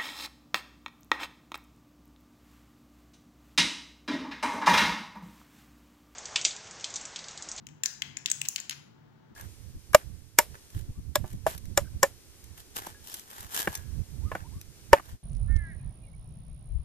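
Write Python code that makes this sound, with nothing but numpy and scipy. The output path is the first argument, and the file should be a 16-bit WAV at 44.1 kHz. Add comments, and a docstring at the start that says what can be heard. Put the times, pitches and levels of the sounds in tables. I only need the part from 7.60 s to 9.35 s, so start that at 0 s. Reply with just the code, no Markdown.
"""In a lively room, a finger tips a row of plastic dominoes on a flat surface.
Each domino strikes the next with a dry clack and a few milliseconds of ringing.
The fallen ones settle with small ticks, and the room answers with a bright half-second echo.
Underneath lie a soft rumble, a faint hiss and a low, wavering hum."""
import sys
import numpy as np
from scipy import signal
from scipy.fft import rfft, irfft
from scipy.io import wavfile
from scipy.ndimage import uniform_filter1d

SR = 44100
rng = np.random.default_rng(int(sys.argv[2]) if len(sys.argv) > 2 else 0)


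def master_out(mix):
    """Clip the mix to full scale and print it as 16-bit PCM to the path in sys.argv[1]."""
    frames = np.transpose(np.atleast_2d(mix))
    ceiling = np.clip(frames, -1, 1)
    pcm = np.round(ceiling * 32767).astype(np.int16)
    wavfile.write(sys.argv[1], SR, pcm)


N = 77175  # 1.75 seconds


def gain(db):
    """Turns decibels (dB) into a number to multiply a sound by."""
    return 10 ** (np.asarray(db) / 20)


def curve_at(points, hz):
    """Joins a table's points along a pitch scale and reads off the values at hz."""
    point_hz, values = np.transpose(points)
    return np.interp(np.log(hz + 1), np.log(point_hz + 1), values)


def normalize(sound):
    """Scales a sound to an average strength (rms) of 1."""
    return sound / np.sqrt(np.mean(sound ** 2) + 1e-20)


def frequencies(size):
    """Lists the frequencies in a sound that is size samples long."""
    return np.fft.rfftfreq(size, 1 / SR)


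def fade(t, fade_s):
    """Dies away by 60 dB in fade_s seconds."""
    return np.exp(-np.log(1000) * t / fade_s)


def add_at(mix, start_s, sound):
    """Adds a sound to the mix at its start time."""
    part = mix[..., round(start_s * SR):][..., :sound.shape[-1]]
    part += sound[..., :part.shape[-1]]


def shaped_noise(weights):
    """Makes noise with one weight for each frequency."""
    return normalize(irfft(rfft(rng.standard_normal(N)) * weights, N))


def click(spectrum_db):
    """Makes the sharpest click that has the given level at each frequency."""
    log_gain = np.log(gain(np.r_[spectrum_db, spectrum_db[-2:0:-1]]))
    return np.fft.ifft(np.exp(np.conj(signal.hilbert(log_gain)))).real


# The tone of the background noise. Each row: frequency in Hz, relative level in dB.
AIR_TONE = [(35, -30), (60, -9.5), (140, -2), (330, -11), (680, -20), (900, -21.5), (1500, -21.5),
            (2500, -32), (3000, -31), (7000, -41), (8500, -49.5), (13500, -51.5), (15300, -36.5),
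            (16000, -41)]
# How alike its two sides are. Each row: frequency in Hz, likeness from 0 to 1.
AIR_LIKENESS = [(40, 0.032), (100, 1), (260, 0), (600, 1), (1500, 0), (15000, 0.074)]
# How it leans left. Each row: frequency in Hz, dB by which the left is louder.
AIR_LEAN = [(60, 2.5), (240, 3.0), (950, 5.1), (3770, 6.4), (15000, 3.5)]
# The shape of the rumble's rise and fall. Each row: time in seconds, relative level in dB.
RUMBLE_SWELLS = [(0.0, -56), (0.12, -55.5), (0.252, -69), (0.544, -52.5), (0.588, -60), (0.852, -60),
                 (0.892, -63.5), (1.222, -60.5), (1.238, -60.5), (1.696, -63), (1.72, -48.5), (1.75, -76)]


def room_air(level_db=-58.5, low_cut_hz=30, rumble_top_hz=338, swell_depth=0.87):
    """The room's low rumble swells and sinks under a faint, steady hiss."""
    hz = frequencies(N)
    left, unrelated = rfft(rng.standard_normal((2, N)))
    likeness = curve_at(AIR_LIKENESS, hz)
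    right = likeness * left + np.sqrt(1 - likeness ** 2) * unrelated
    lean_db = curve_at(AIR_LEAN, hz) / 2
    sides = np.array([left * gain(lean_db), right * gain(-lean_db)])
    low_cut = hz ** 2 / (hz ** 2 + low_cut_hz ** 2)
    noise = normalize(irfft(sides * gain(curve_at(AIR_TONE, hz)) * low_cut, N))
    rumble = irfft(rfft(noise) * (hz < rumble_top_hz), N)
    hiss = noise - rumble
    swell_db = np.interp(np.arange(N) / SR, *np.transpose(RUMBLE_SWELLS))
    swell = gain(swell_depth * (swell_db - swell_db.mean()))
    return gain(level_db) * (hiss + rumble * swell)


# Faint tones in the room. Each row: pitch in Hz, width in Hz, level in dB.
FAINT_TONES = [(115, 5.2, -70.5), (225.6, 19, -71), (893, 20, -78)]


def faint_tones():
    """Narrow bands of noise sound like soft, wavering tones."""
    hz = frequencies(N)
    return sum(gain(db) * shaped_noise(np.exp(-((hz - pitch_hz) / width_hz) ** 2))
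               for pitch_hz, width_hz, db in FAINT_TONES)


# The hum's rise and fall. Each row: time in seconds, level in dB before the boost.
HUM_SWELLS = [(0.0, -85), (0.12, -53), (0.262, -74.5), (0.55, -54), (0.598, -90), (0.832, -52),
              (0.95, -82.5), (1.198, -55.5), (1.316, -80.5), (1.334, -66), (1.74, -65), (1.75, -68)]


def hum(pitch_hz=144, waver_hz=3.3, boost_db=0.5):
    """A low hum swells and sinks while its pitch wavers."""
    waver = shaped_noise(np.exp(-frequencies(N) / 10))
    cycles = np.cumsum(pitch_hz + waver_hz * waver) / SR
    level_db = np.interp(np.arange(N) / SR, *np.transpose(HUM_SWELLS))
    return gain(level_db + boost_db) * normalize(np.sin(2 * np.pi * cycles))


# How long the room rings. Each row: frequency in Hz, seconds to fade by 60 dB.
ROOM_FADES = [(300, .5), (1500, .52), (3500, .51), (7000, .42), (11000, .39), (16000, .32)]
# The tone of its echo. 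Each row: frequency in Hz, relative level in dB.
ECHO_TONE = [(300, -3), (900, 4.5), (1500, -2), (3000, -9.5), (5500, -7), (7500, -10), (10000, -13),
             (12000, -18.5), (15000, -6)]
# How that echo changes on the right. Each row: frequency in Hz, change in dB.
ECHO_RIGHT = [(1500, 0), (4000, 1), (8000, 0), (9200, 0), (10200, 6), (11400, 7), (12800, -1), (15000, -3)]


def room_echo(sound, build_s=0.011):
    """Many reflections blur into one echo that builds quickly and loses its high notes first."""
    hz, t, noise = signal.stft(rng.standard_normal((2, SR)), SR, nperseg=256)
    fade_s = curve_at(ROOM_FADES, hz)[:, None]
    even_energy = np.sqrt(2 * np.log(1000) / (fade_s * SR))  # a longer fade adds no energy
    noise *= gain(curve_at(ECHO_TONE, hz))[:, None] * fade(t, fade_s) * even_energy
    noise[1] *= gain(curve_at(ECHO_RIGHT, hz))[:, None]
    tail = signal.istft(noise, SR)[1]
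    tail *= 1 - np.exp(-np.arange(tail.shape[1]) / SR / build_s)
    return signal.fftconvolve(sound, tail, axes=1)[:, :N]


# Reflections from close by. Each row: delay in seconds, level in dB relative to the direct sound.
NEAR_ECHOES = [(.0033, -17.5), (.0076, -20.5)]


def near_echoes(sound):
    """Surfaces near the row send back quiet copies a moment later."""
    return sum(gain(db) * np.roll(sound, round(delay_s * SR), axis=1) for delay_s, db in NEAR_ECHOES)


def impact(spectrum_db, rattle_amount, rattle_s):
    """Two plastic faces hit, then buzz against each other; left and right each get their own buzz."""
    body = click(spectrum_db)
    t = np.arange(len(body)) / SR
    buzz = rng.standard_normal((2, len(t))) * fade(t, rattle_s)
    blow = t == 0
    force = rfft(blow + rattle_amount * buzz / np.linalg.norm(buzz[0]))
    force /= np.sqrt(uniform_filter1d(abs(force) ** 2, size=70))  # even out, so the body sets the tone
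    fade_out = np.cos(np.pi / 2 * t / t[-1]) ** 2
    return irfft(force * rfft(body)) * fade_out


# The tone all ticks share. Each row: frequency in Hz, level in dB.
SETTLING_TONE = [(100, -36), (700, -22), (1500, -4), (3000, 2.5), (7200, -0.5), (9000, -18), (16000, -17)]
# The ticks. Each row: start in seconds, added level in dB, treble tilt in dB per octave.
SETTLING_TICKS = [(.2524, -21, -12), (0.5856, -23, 1), (0.675, -18, -7), (0.684, -11, -6.5),
                  (0.852, -7.5, 0.5), (.8575, -8, -1.5), (0.9807, -8, -4.5), (0.9878, -11.5, -3.5),
                  (1.1086, -3, 0), (1.1152, -12.5, -3), (1.1202, -9.5, -4), (1.1273, -11, -3.5)]


def settling_ticks(size=2048, pivot_hz=4000):
    """Fallen dominoes bounce and slip into place; being loose, they rattle more and longer."""
    mix = np.zeros((2, N))
    hz = frequencies(size)
    octaves = np.log2(np.maximum(hz / pivot_hz, 1 / 2))
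    for start_s, db, tilt in SETTLING_TICKS:
        spectrum_db = db + curve_at(SETTLING_TONE, hz) + tilt * octaves
        add_at(mix, start_s, impact(spectrum_db, rattle_amount=1.8, rattle_s=0.02))
    return mix


def domino_ring(t, hz, db, fade_s):
    """A struck domino vibrates at one pitch and quickly stops."""
    shape = fade(t, fade_s) * (1 - np.exp(-t * hz / 2))
    return 2 * gain(db) * shape / shape.sum() * np.cos(2 * np.pi * hz * t)


# The tone all clacks share. Each row: frequency in Hz, level in dB.
DOMINO_TONE = [(100, -40), (600, -32.5), (1150, -17.5), (1700, 1), (7900, -1.5), (9000, -5.5),
               (12000, -2.5), (13500, -14), (15100, 5), (16500, -11)]
# The five frequencies, in Hz, at which each clack changes that tone.
CLACK_BANDS_HZ = [1710, 2950, 4520, 7000, 10160]
# The strikes. Each row: start in seconds, five tone changes in dB, ring fade time in seconds,
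# first ring's pitch in Hz and strength in dB, the same for the second ring, right-side change in dB.
DOMINO_STRIKES = [ (0.0678, -20.5, -7, -17.5, -6.5, -26.5, 0.0069, 6500, -9, 12000, -41, -0.5),
                  (0.0871, -25, -16, -28, -11.5, -45, 0.0051, 7000, -16, 2410, -23, -12),
                  (0.2349, -1, 6.5, 1, 10, -7, 0.024, 7187, 23.5, 11510, 1, -2),
                  (0.2581, 1.5, -2, 9.5, 14, -9.5, .02, 6850, 3, 6160, 16.5, 1.5),
                  (0.42, 2.5, 12, 2, 4, -17.5, 0.012, 6400, -8, 3250, 3, -1.5),
                  (0.5694, 0, -7, -7, 9, -31.5, .013, 7094, 13.5, 2500, -1, -1),
                  (0.659, -6, 9, 7.5, 8, -13, 0.005, 6820, 8, 3480, 10, 3),
                  (0.7002, -7.5, -11, -1.5, 5.5, -25, 0.025, 7980, 18.5, 6400, 5.5, 4.5),
                  (0.7146, 0, -2.5, 0, 15, -8, 0.011, 6660, 20, 7630, 22.5, 2),
                  (.815, -3, 11, -5.5, 8.5, -7, 0.0079, 7780, 12.5, 3340, 6.5, -0.5),
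                  (0.886, -36, -19, -5, 15.5, -3, 0.0074, 6650, 11.5, 12000, -14, 5),
                  (.96, -2, 4, 7.5, 9, -10.5, 0.021, 7100, 8, 3105, 10.5, 0),
                  (1.0007, -9.5, -18, -9.5, 0, -24, 0.0076, 7000, 6, 13000, -15, 2.5),
                  (1.0952, -5, 3.5, 2.5, -1.5, -18.5, 0.0098, 6660, 11.5, 11150, -2.5, 1)]


def domino_clacks(size=2048):
    """Each domino hits the next: a knock whose tone depends on where it lands, and two short rings."""
    mix = np.zeros((2, N))
    hz = frequencies(size)
    t = np.arange(size) / SR
    for start_s, *bands_db, fade_s, first_hz, first_db, second_hz, second_db, right_db in DOMINO_STRIKES:
        landing_db = curve_at(list(zip(CLACK_BANDS_HZ, bands_db)), hz)
        knock = impact(landing_db + curve_at(DOMINO_TONE, hz), rattle_amount=0.98, rattle_s=0.0098)
        rings = domino_ring(t, first_hz, first_db, fade_s) + domino_ring(t, second_hz, second_db, fade_s)
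        add_at(mix, start_s, gain([[0], [right_db]]) * (knock + rings))
    return mix


# The right side is shaded, which changes the dominoes' tone. Each row: frequency in Hz, change in dB.
RIGHT_SIDE_SHADE = [(200, -9), (1500, -7.5), (3000, -8.5), (6000, -7), (7700, -16.5), (9500, -1),
                    (11300, 7), (13000, 0.5), (15000, -1.5)]


def scene(left_delay_s=0.001058):
    """Mixes the dominoes with the room; the left side is louder and slightly later."""
    dominoes = domino_clacks() + settling_ticks()
    left, right = dominoes + near_echoes(dominoes) + room_echo(dominoes)
    shade = click(curve_at(RIGHT_SIDE_SHADE, frequencies(1024)))
    right = signal.fftconvolve(right, shade)[:N]
    left, right = np.array([left, right]) + room_air() + hum() + faint_tones()
    return np.array([np.roll(left, round(left_delay_s * SR)), right])


def record(dry):
    """Removes the very highest treble."""
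    low_pass = signal.firwin(255, cutoff=16100, window=("kaiser", 9), fs=SR)
    return signal.oaconvolve(dry, low_pass[None], "same")


dry = scene()
out = record(dry)
master_out(out)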